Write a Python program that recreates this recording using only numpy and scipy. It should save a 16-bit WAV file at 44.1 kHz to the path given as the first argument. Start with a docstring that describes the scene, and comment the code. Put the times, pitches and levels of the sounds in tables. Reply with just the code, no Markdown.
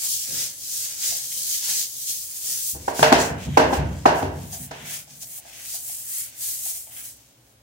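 """Scrubbing up to a metal door

A stiff broom scrubs wet tiles in a small room, over a faint low drone. Each stroke swells and fades
as thousands of bristle tips catch and flick free; the handle hums, tufts snap and the head knocks.
Working into the corner, the head bangs against a louvred metal door, which clangs, rattles and
shudders. The loudest bangs overload the microphones."""
import sys
import numpy as np
from scipy import signal
from scipy.fft import rfft, irfft, next_fast_len
from scipy.io import wavfile
from scipy.ndimage import uniform_filter1d, map_coordinates

SR = 44100
rng = np.random.default_rng(int(sys.argv[2]) if len(sys.argv) > 2 else 0)


def dump_mix(stems):
    """Bounce the given channels to the path in sys.argv[1] as a 16-bit WAV at rate SR."""
    frames = np.atleast_2d(stems).T  # one column per channel
    limited = np.clip(frames, -1, 1)  # hard clip at full scale
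    pcm = np.round(limited * 32767).astype(np.int16)
    wavfile.write(sys.argv[1], SR, pcm)


N = 336042

# a push, a pull, or a burst of scrubbing within one:
# fastest moment t/s, rise/s, fall/s, tip level/dB, bent offset/dB, rasp offset/dB
BROOM_STROKES = [(0.054, 0.08, 0.048, -28, -2, -17), (0.108, 0.06, 0.2, -27.5, -0.5, -46),
                 (0.402, 0.16, 0.11, -29.5, 1.5, -12), (0.804, 0.22, 0.09, -30, -1.0, -21.5),
                 (0.853, 0.03, 0.2, -36.0, 1.5, -11.5), (1.082, 0.1, 0.16, -28, 1.5, -15),
                 (1.324, 0.02, 0.11, -41, -2.0, -16), (1.412, 0.25, 0.27, -30.5, -1.5, -24),
                 (1.538, 0.07, 0.066, -27, -0.5, -26.5), (1.71, 0.11, 0.07, -27.0, 2, -12.5),
                 (1.793, 0.06, 0.077, -26.0, 1.0, -19.5), (2.096, 0.03, 0.042, -32, 3, -29),
                 (2.154, 0.3, 0.13, -31, -3, -26.5), (2.376, 0.15, 0.083, -33.5, -5.5, -21.5),
                 (2.501, 0.09, 0.17, -27.5, -3.0, -20), (2.697, 0.11, 0.061, -27, -6.5, -31),
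                 (2.907, 0.19, 0.02, -44.0, 1.5, -11), (2.999, 0.05, 0.1, -33, 2.5, -8),
                 (3.211, 0.03, 0.078, -35.0, 7.5, -3.0), (3.449, 0.07, 0.025, -48.5, 5.5, 7),
                 (3.558, 0.12, 0.09, -52.5, 3.5, 9), (3.758, 0.07, 0.036, -42.0, 1.5, -8.5),
                 (3.993, 0.21, 0.13, -55.0, 4.5, 2.0), (4.186, 0.05, 0.075, -43.5, 0.5, -5),
                 (4.423, 0.11, 0.12, -51, 2, -2), (4.538, 0.02, 0.037, -36.5, -0.5, -12.5),
                 (4.636, 0.17, 0.043, -37.5, -10, -15), (4.89, 0.17, 0.08, -49, 2.5, 6.5),
                 (4.928, 0.06, 0.085, -33.5, -2.5, -7), (5.112, 0.04, 0.08, -52, 4.5, -4.5),
                 (5.228, 0.02, 0.028, -37, 0.5, -17.5), (5.385, 0.2, 0.02, -37, -10, -19),
                 (5.597, 0.19, 0.14, -47, 1, -1), (5.749, 0.12, 0.057, -32.5, -4.0, -18),
                 (5.944, 0.21, 0.083, -32.0, -10.0, -22.5), (6.183, 0.16, 0.089, -28.5, -11, -20),
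                 (6.256, 0.04, 0.22, -57.5, 8.5, 4.5), (6.456, 0.07, 0.18, -27.5, -7.5, -21.5),
                 (6.676, 0.08, 0.15, -28.5, -9.5, -22), (6.997, 0.1, 0.063, -37.0, -11, -12),
                 (7.048, 0.02, 0.09, -37, -7.5, -17), (7.213, 0.13, 0.18, -60, 1, -7.0),
                 (7.505, 0.14, 0.08, -63.5, -4, -19)]
# tone of the hissing tips, the scratching bent bristles and the rasping head: f/Hz, level/dB
TIP_TONE = [(2500, -39), (5000, -17.5), (6800, -2.5), (8000, .5), (9500, 1.5), (11000, -0.5),
            (15500, -0.15)]
BENT_TONE = [(1200, -36), (2400, -19), (3300, -10), (4600, -3), (6400, 0), (7500, -1.5), (10000, -13),
             (15500, -35)]
RASP_TONE = [(100, -17.5), (350, -16), (650, -6), (1200, -8.5), (1600, -2.5), (2100, 1.5), (2800, 1.5),
             (3800, -1.5), (6000, -32)]
# pitches that the bristles and the hollow head strengthen: f/Hz, width/Hz, boost/dB
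TUFT_PEAKS = [(1650, 200, 2.5), (3180, 300, 2), (6400, 700, 1), (8300, 400, 1), (10000, 300, 1)]
# the handle's modes (the pitches it likes to ring at): f/Hz, width/Hz, level/dB
HANDLE_MODES = [(87, 40, -9), (163, 14, -3), (275.7, 87, -14), (532, 35, -7.5)]
# the head grabs the floor as it turns, shaking the handle: t/s, level/dB
HANDLE_JUDDERS = [(.01, -50.5), (.27, -36), (.77, -68), (1.05, -46.5), (1.34, -50.5), (1.65, -50),
                  (2.08, -56), (2.44, -49.5)]
# tone of the room's drone: f/Hz, level/dB
DRONE_TONE = [(25, -34.5), (45, -18.5), (60, -1), (90, -15.5), (120, 2.5), (160, -18.5), (270, -10),
              (420, -18), (540, -12.5), (900, -19), (1300, -22), (4000, -23.5), (15500, -30.5)]
# a stiff tuft snaps free: t/s, peak level/dB
TUFT_SNAPS = [(1.033, -25), (1.318, -31.5), (1.542, -28), (3.208, -28), (5.891, -37), (6.868, -46),
              (6.92, -41.5), (6.964, -37)]
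# that tuft's modes: f/Hz, width/Hz, level/dB
TWANG_MODES = [(2006, 180, 0), (2480, 300, -1.5), (3260, 380, 0.5)]
# the head knocks on its handle: t/s, peak level/dB
HEAD_KNOCKS = [(1.119, -37), (4.527, -35.5), (4.544, -36), (5.073, -46), (5.226, -44.5), (5.384, -46.5),
               (5.45, -39.5), (5.741, -38), (5.893, -42.5), (6.659, -38), (6.866, -47.5), (7.469, -58)]
# the head's modes: f/Hz, width/Hz, level/dB
HEAD_MODES = [(678, 68, 2.5), (845, 140, -4), (1715, 170, -14.5)]
# the door is jolted on its hinges: t/s, boom level/dB, drumming level/dB
DOOR_JOLTS = [(2.73, -38.5, -45), (3.0, -36, -27.5), (3.14, -34, -33), (3.29, -34, -31.5),
              (3.46, -28.5, -24), (3.62, -32, -33), (3.769, -22, -23.5), (4.06, -37, -30), (4.22, -28, -36),
              (4.35, -41, -33.5), (4.59, -49.5, -38.5), (4.8, -61, -43), (5.1, -64, -51.5)]
# modes of the whole door (boom) and of its panel (drumming): f/Hz, width/Hz, level/dB
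BOOM_MODES = [(69, 4, -4), (92, 5.4, -1.5)]
DRUM_MODES = [(142, 12, 1.5), (192, 23.8, -7.5), (246, 15, -9.5)]
# the head hits the door, in relative levels: t/s, thud/dB, clang/dB, crack/dB, contact length/s
DOOR_BANGS = [(2.748, -40.5, -46, -57.5, 0.029), (2.878, -28, -19, -35, 0.012),
              (2.992, -19, -18, -29.5, 0.0052), (3.027, -22, -3, -10, 0.0046),
              (3.119, -12, -10.5, -24.5, 0.016), (3.1248, -20, -10, -9, 0.0026),
              (3.571, -10.5, -6, -18, 0.011), (3.592, -16.5, -15.5, -33, 0.013),
              (3.725, -23, -20.5, -30.5, 0.02), (4.055, -15.5, -5.5, -21.5, 0.012),
              (4.222, -22.5, -25, -35.5, 0.011), (4.709, -40, -31.5, -37, 0.011)]
# tone of the three parts of a bang: f/Hz, level/dB
THUD_TONE = [(40, -44.5), (130, -14), (220, -8.5), (280, -3), (390, -7.5), (520, -6), (900, -30.5),
             (2000, -58)]
CLANG_TONE = [(200, -30.5), (450, -12), (640, 0.5), (800, 0), (980, -0.5), (1250, -13.5), (1560, -9.5),
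              (2300, -29), (5000, -56)]
CRACK_TONE = [(600, -21), (1550, 5), (1900, 1.5), (2350, -1.5), (2750, 1), (3600, -5), (4600, -4),
              (6200, -4.5), (8000, -11.5), (15000, -23)]
# the sheet metal's modes: f/Hz, relative level/dB, t60/s (time to fade by 60 dB), left minus right/dB
METAL_MODES = [(280, -9, .55, 5), (344, -15, .6, 0), (388, -5, .65, 1), (456, -8, .5, -3.5),
               (617, -7.5, .58, -1.5), (682, -9, .52, -3), (732, -16, .48, 1.5), (785, -9, .32, -3.5),
               (890, -15, .45, 4), (945, -10.5, .55, -.5), (1136, -18, .58, 2.5), (1315, -20.5, .55, 1),
               (1522, -12, .24, -1), (1630, -18.5, .5, 1.5), (1830, -20.5, .55, -4.5),
               (1983, -26, .65, 3.5), (2105, -24.5, .6, -1.5), (2190, -25, .55, -1), (2724, -23.5, .6, 4.5),
               (3338, -33, .48, 1), (4400, -25, .35, 2), (5040, -28, .35, 2)]
# how long the room echoes: f/Hz, t60/s
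ROOM_FADE = [(100, 0.49), (300, 0.8), (800, 0.64), (2000, 0.6), (5000, 0.35), (9000, 0.26), (15000, .28)]
# how alike left and right are: f/Hz, likeness (1 = the same, 0 = unrelated)
STEREO_LIKENESS = [(100, .99), (200, 0.93), (300, 0.82), (500, 0.34), (1000, -0.0073), (2000, -0.071),
                   (8000, -0.05)]

EDGE_DB, EDGE_POWER = 11, 1.67  # a stroke's drop one rise or fall from its peak; how flat its top is
BROOM_PAN_DB = 0.83  # the broom is a little to the left
HUM_DB, FIRM_BEND_DB = -58.5, -26  # handle hum and bent bristles in a firm stroke
HUM_GROWTH = .9  # dB of hum per dB of bent bristles
JUDDER_ATTACK_S, JUDDER_T60_S = 0.078, 0.6
JOLT_ATTACK_S, BOOM_T60_S, DRUM_T60_S = 0.017, 1.0, 0.92
RING_SCATTER_DB = 1.5  # each metal mode's level varies from bang to bang
TOP_HZ = 15800


def amp(db):
    """Turn decibels into a gain to multiply by."""
    return 10 ** (np.asarray(db) / 20)


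def unit(x):
    """Scale a signal to an average power of 1."""
    return x / np.sqrt(np.mean(x ** 2) + 1e-20)


def panned(db):
    """Left and right gains, with the left louder by db."""
    return amp(np.array([[1], [-1]]) * db / 2)


def along(points, hz):
    """Read between the rows of an (f/Hz, value) table, on a log frequency scale."""
    f, values = np.transpose(points)
    return np.interp(np.log(hz + 1), np.log(f), values)


def wobble(rate):
    """A smooth curve through `rate` random values a second."""
    return map_coordinates(rng.standard_normal(int(N * rate / SR) + 4), [np.arange(N) * rate / SR])


def filtered(x, response):
    """Scale each frequency in x by response(frequency)."""
    n = x.shape[-1]
    padded = 2 * next_fast_len(n // 2 + 4096)
    return irfft(rfft(x, padded) * response(np.fft.rfftfreq(padded, 1 / SR)), padded)[..., :n]


def colour(points):
    """A filter response shaped like an (f/Hz, level/dB) table."""
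    def response(hz):
        cepstrum = irfft(np.log(amp(along(points, hz))))
        half = len(cepstrum) // 2
        # fold onto the first half, so the filter never rings before the sound arrives
        cepstrum[1:half] *= 2
        cepstrum[half + 1:] = 0
        return np.exp(rfft(cepstrum))
    return response


def resonances(modes):
    """The filter response of a body that rings at these modes."""
    return lambda f: sum((-1) ** k * amp(db) * 1j * f * width / (hz * hz - f * f + 1j * f * width)
                         for k, (hz, width, db) in enumerate(modes))


def spread(pair):
    """Two unrelated signals become left and right: alike in the bass, apart in the treble."""
    def weights(hz):
        angle = np.arccos(np.clip(along(STEREO_LIKENESS, hz), -1, 1)) / 2
        return np.array([np.cos(angle), np.sin(angle)])
    mid, side = filtered(pair, weights)
    return np.array([mid + side, mid - side])


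def stereo_noise(samples):
    """White noise spread over left and right."""
    return spread(rng.standard_normal((2, samples)))


def add(track, s, sound):
    """Mix a sound into a track, starting at s seconds."""
    part = track[..., round(s * SR):][..., :sound.shape[-1]]
    part += sound[..., :part.shape[-1]]


def dying(times, levels_db, attack, t60):
    """Gain of a body shaken at these times: each shake swells, then dies away."""
    age = np.maximum(np.arange(N) / SR - times[:, None], 0)
    shakes = np.minimum(age / attack, 1) * amp(levels_db[:, None] - 60 * age / t60)
    return np.linalg.norm(shakes, axis=0)


def humming(modes):
    """A body shaken by noise hums in its modes, held at an even strength."""
    low_hz, high_hz = .65 * modes[0][0], 6.1 * modes[-1][0]
    band = lambda f: 1 / (1 + (f / high_hz) ** 6) / (1 + (low_hz / (f + 1)) ** 6)
    hum = filtered(stereo_noise(N), lambda f: resonances(modes)(f) * band(f))
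    power = uniform_filter1d(np.mean(hum ** 2, axis=0), size=2400)
    return hum / np.sqrt(np.abs(power) + 1e-12)


def room_tail():
    """The echo from the tiled walls; the treble dies first."""
    hz, t, spectrum = signal.stft(rng.standard_normal((2, SR)), SR, nperseg=256)
    fade = amp(-60 * t / along(ROOM_FADE, hz)[:, None])
    tail = signal.istft(spectrum * fade, SR, nperseg=256)[1][:, :SR]
    return unit(spread(tail)) / np.sqrt(SR)


def stroke_levels():
    """Levels in dB of tips, bent bristles and rasp: each stroke swells to its fastest moment and fades."""
    t, power = np.arange(0, N, 64) / SR, 1e-10
    for s, rise, fall, db, bent_offset, rasp_offset in BROOM_STROKES:
        away = np.abs(t - s) / np.where(t < s, rise, fall)
        peaks_db = db + np.array([[0], [bent_offset], [rasp_offset]])
        power = power + amp(peaks_db - EDGE_DB * away ** EDGE_POWER) ** 2
    return [np.interp(np.arange(N) / SR, t, level) for level in 10 * np.log10(power)]


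def drifting(pair, depth_db):
    """Echoes off tiles and wall shift as the head moves: random peaks and dips in tone come and go."""
    spectrum = signal.stft(pair, nperseg=1024)[2]
    drift = rng.standard_normal(spectrum.shape[1:])
    for _ in range(2):
        drift = uniform_filter1d(drift, size=3, axis=0)  # smooth over frequency
        drift = uniform_filter1d(drift, size=6, axis=1)  # and over time
    return signal.istft(spectrum * amp(depth_db * np.tanh(unit(drift))), nperseg=1024)[1][:, :N]


def flicks(rate, tone, shared):
    """Bristles slip at random times with random force; the `shared` part of the power is in the centre."""
    chance = np.clip(rate / SR, 0, 1)
    slips = (rng.random((3, N)) < chance) * rng.uniform(-0.94, 1, (3, N)) / np.sqrt(chance)
    pair = np.sqrt(1 - shared) * spread(slips[:2]) + np.sqrt(shared) * slips[2]
    boost = lambda f: amp(sum(db / (1 + (2 * (f - hz) / width) ** 2) for hz, width, db in TUFT_PEAKS))
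    hiss = filtered(pair, lambda f: colour(tone)(f) * boost(f))
    return unit(drifting(hiss, depth_db=2.6))


def bristles(tips_db, bent_db, rasp_db):
    """Tips hiss as they slide, bent bristles scratch lower, and their drag makes the head rasp."""
    rate = 14000 * amp(0.44 * (np.clip(tips_db, -60, -20) + 30.5))  # faster strokes free more bristles
    tufts_db = .6 * wobble(45) + .5 * wobble(220)  # whole tufts catch and let go together
    tips = amp(tips_db + tufts_db + 3.0) * flicks(rate, TIP_TONE, shared=0.043)
    bent = amp(bent_db + tufts_db + 0.9) * flicks(.7 * rate, BENT_TONE, shared=0.042)
    rasp = amp(rasp_db + tufts_db + 0.24) * flicks(.5 * rate, RASP_TONE, shared=0.2)
    scrub = (tips + bent + rasp) * panned(BROOM_PAN_DB)
    echo = signal.fftconvolve(scrub, room_tail(), axes=1)[:, :N]
    return scrub + amp(-17.5) * echo


def handle_hum(bent_db):
    """The handle hums louder the more the bristles bend, and judders where the head grabs the floor."""
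    times, levels_db = np.transpose(HANDLE_JUDDERS)
    drag = amp(HUM_DB + HUM_GROWTH * (bent_db - FIRM_BEND_DB))
    judder = dying(times, levels_db, JUDDER_ATTACK_S, JUDDER_T60_S)
    return np.hypot(drag, judder) * humming(HANDLE_MODES)


def room_drone():
    """The steady low noise of the room."""
    return amp(-57.5) * unit(filtered(stereo_noise(N), colour(DRONE_TONE)))


def tuft_snaps():
    """A snagged tuft lets go with a brief scratchy twang."""
    out, t = np.zeros((2, N)), np.arange(SR // 4) / SR
    for s, db in TUFT_SNAPS:
        release = stereo_noise(len(t)) * amp(-60 * t / .13)
        twang = filtered(release, resonances(TWANG_MODES))
        add(out, s, amp(db) * twang / np.abs(twang).max())
    return out


def head_knocks():
    """The plastic head shifts on its handle with a short hollow tock."""
    out, t = np.zeros((2, N)), np.arange(SR) / SR
    for s, db in HEAD_KNOCKS:
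        push = unit(stereo_noise(SR) * amp(-60 * t / 0.081))
        tock = filtered(push + .6 * unit(room_tail()), resonances(HEAD_MODES))
        add(out, s, amp(db) * tock / np.abs(tock).max())
    return out


def door_shudder():
    """Each jolt sets the door booming and its panel drumming; both slowly settle."""
    times, boom_db, drum_db = np.transpose(DOOR_JOLTS)
    boom = dying(times, boom_db, JOLT_ATTACK_S, BOOM_T60_S) * humming(BOOM_MODES)
    drum = dying(times, drum_db, JOLT_ATTACK_S, DRUM_T60_S) * humming(DRUM_MODES)
    return boom + drum


def door_bangs():
    """Each blow is a short chatter of head, door and frame, then the ring of the metal and the room."""
    out, t = np.zeros((2, N)), np.arange(SR) / SR
    heard_t = t - np.array([[.00023], [0]])  # the door is on the right, so the left hears it later
    for s, thud_db, clang_db, crack_db, length in DOOR_BANGS:
        contact = (1 - np.exp(-t / 0.00092)) * np.exp(-(t / length) ** 4)
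        hard_contact = contact * (t / length + 0.23)  # bristles cushion the start; plastic lands last
        parts = [(thud_db, THUD_TONE, contact, -4, 2),
                 (clang_db, CLANG_TONE, contact, -4.3, -2),
                 (crack_db, CRACK_TONE, hard_contact, 2.5, -.4)]
        for db, tone, push, echo_db, pan_db in parts:
            direct = unit(filtered(push * stereo_noise(SR), colour(tone)))
            echo = unit(filtered(room_tail() * (1 - np.exp(-t / length)), colour(tone)))
            chatter = 0.77 * direct + amp(echo_db) * echo
            add(out, s, amp(db) * np.sqrt(length) * chatter * panned(pan_db))
        # while they touch, panel and head each buzz at their own pitch
        for db, hz, pan_db in (thud_db - 7, 270, 6), (clang_db + 0.5, 797, -2):
            add(out, s, amp(db) * contact * np.sin(2 * np.pi * hz * heard_t) * panned(pan_db))
        for hz, db, t60, pan_db in METAL_MODES:
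            drive_db = thud_db if hz < 420 else clang_db  # heavy blows move low modes, sharp ones high
            phase = rng.uniform(0, 2 * np.pi) + hz / 2500 * rng.standard_normal((2, 1))
            ring = np.sin(2 * np.pi * hz * heard_t + phase) * (1 - np.exp(-t / .004))
            start_db = drive_db + db - 6.5 + rng.normal(0, RING_SCATTER_DB)
            add(out, s, amp(start_db - 60 * t / t60) * ring * panned(pan_db))
    return out


def scene():
    """Broom, door and room together."""
    tips_db, bent_db, rasp_db = stroke_levels()
    scrubbing = bristles(tips_db, bent_db, rasp_db) + tuft_snaps() + handle_hum(bent_db)
    return scrubbing + door_bangs() + door_shudder() + head_knocks() + room_drone()


def record(dry):
    """Overload flattens the loudest peaks, then everything above TOP_HZ is cut."""
    clipped = dry / (1 + np.abs(dry) ** 8) ** (1 / 8)
    return filtered(clipped, lambda hz: hz < TOP_HZ)


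dry = scene()
out = record(dry)
dump_mix(out)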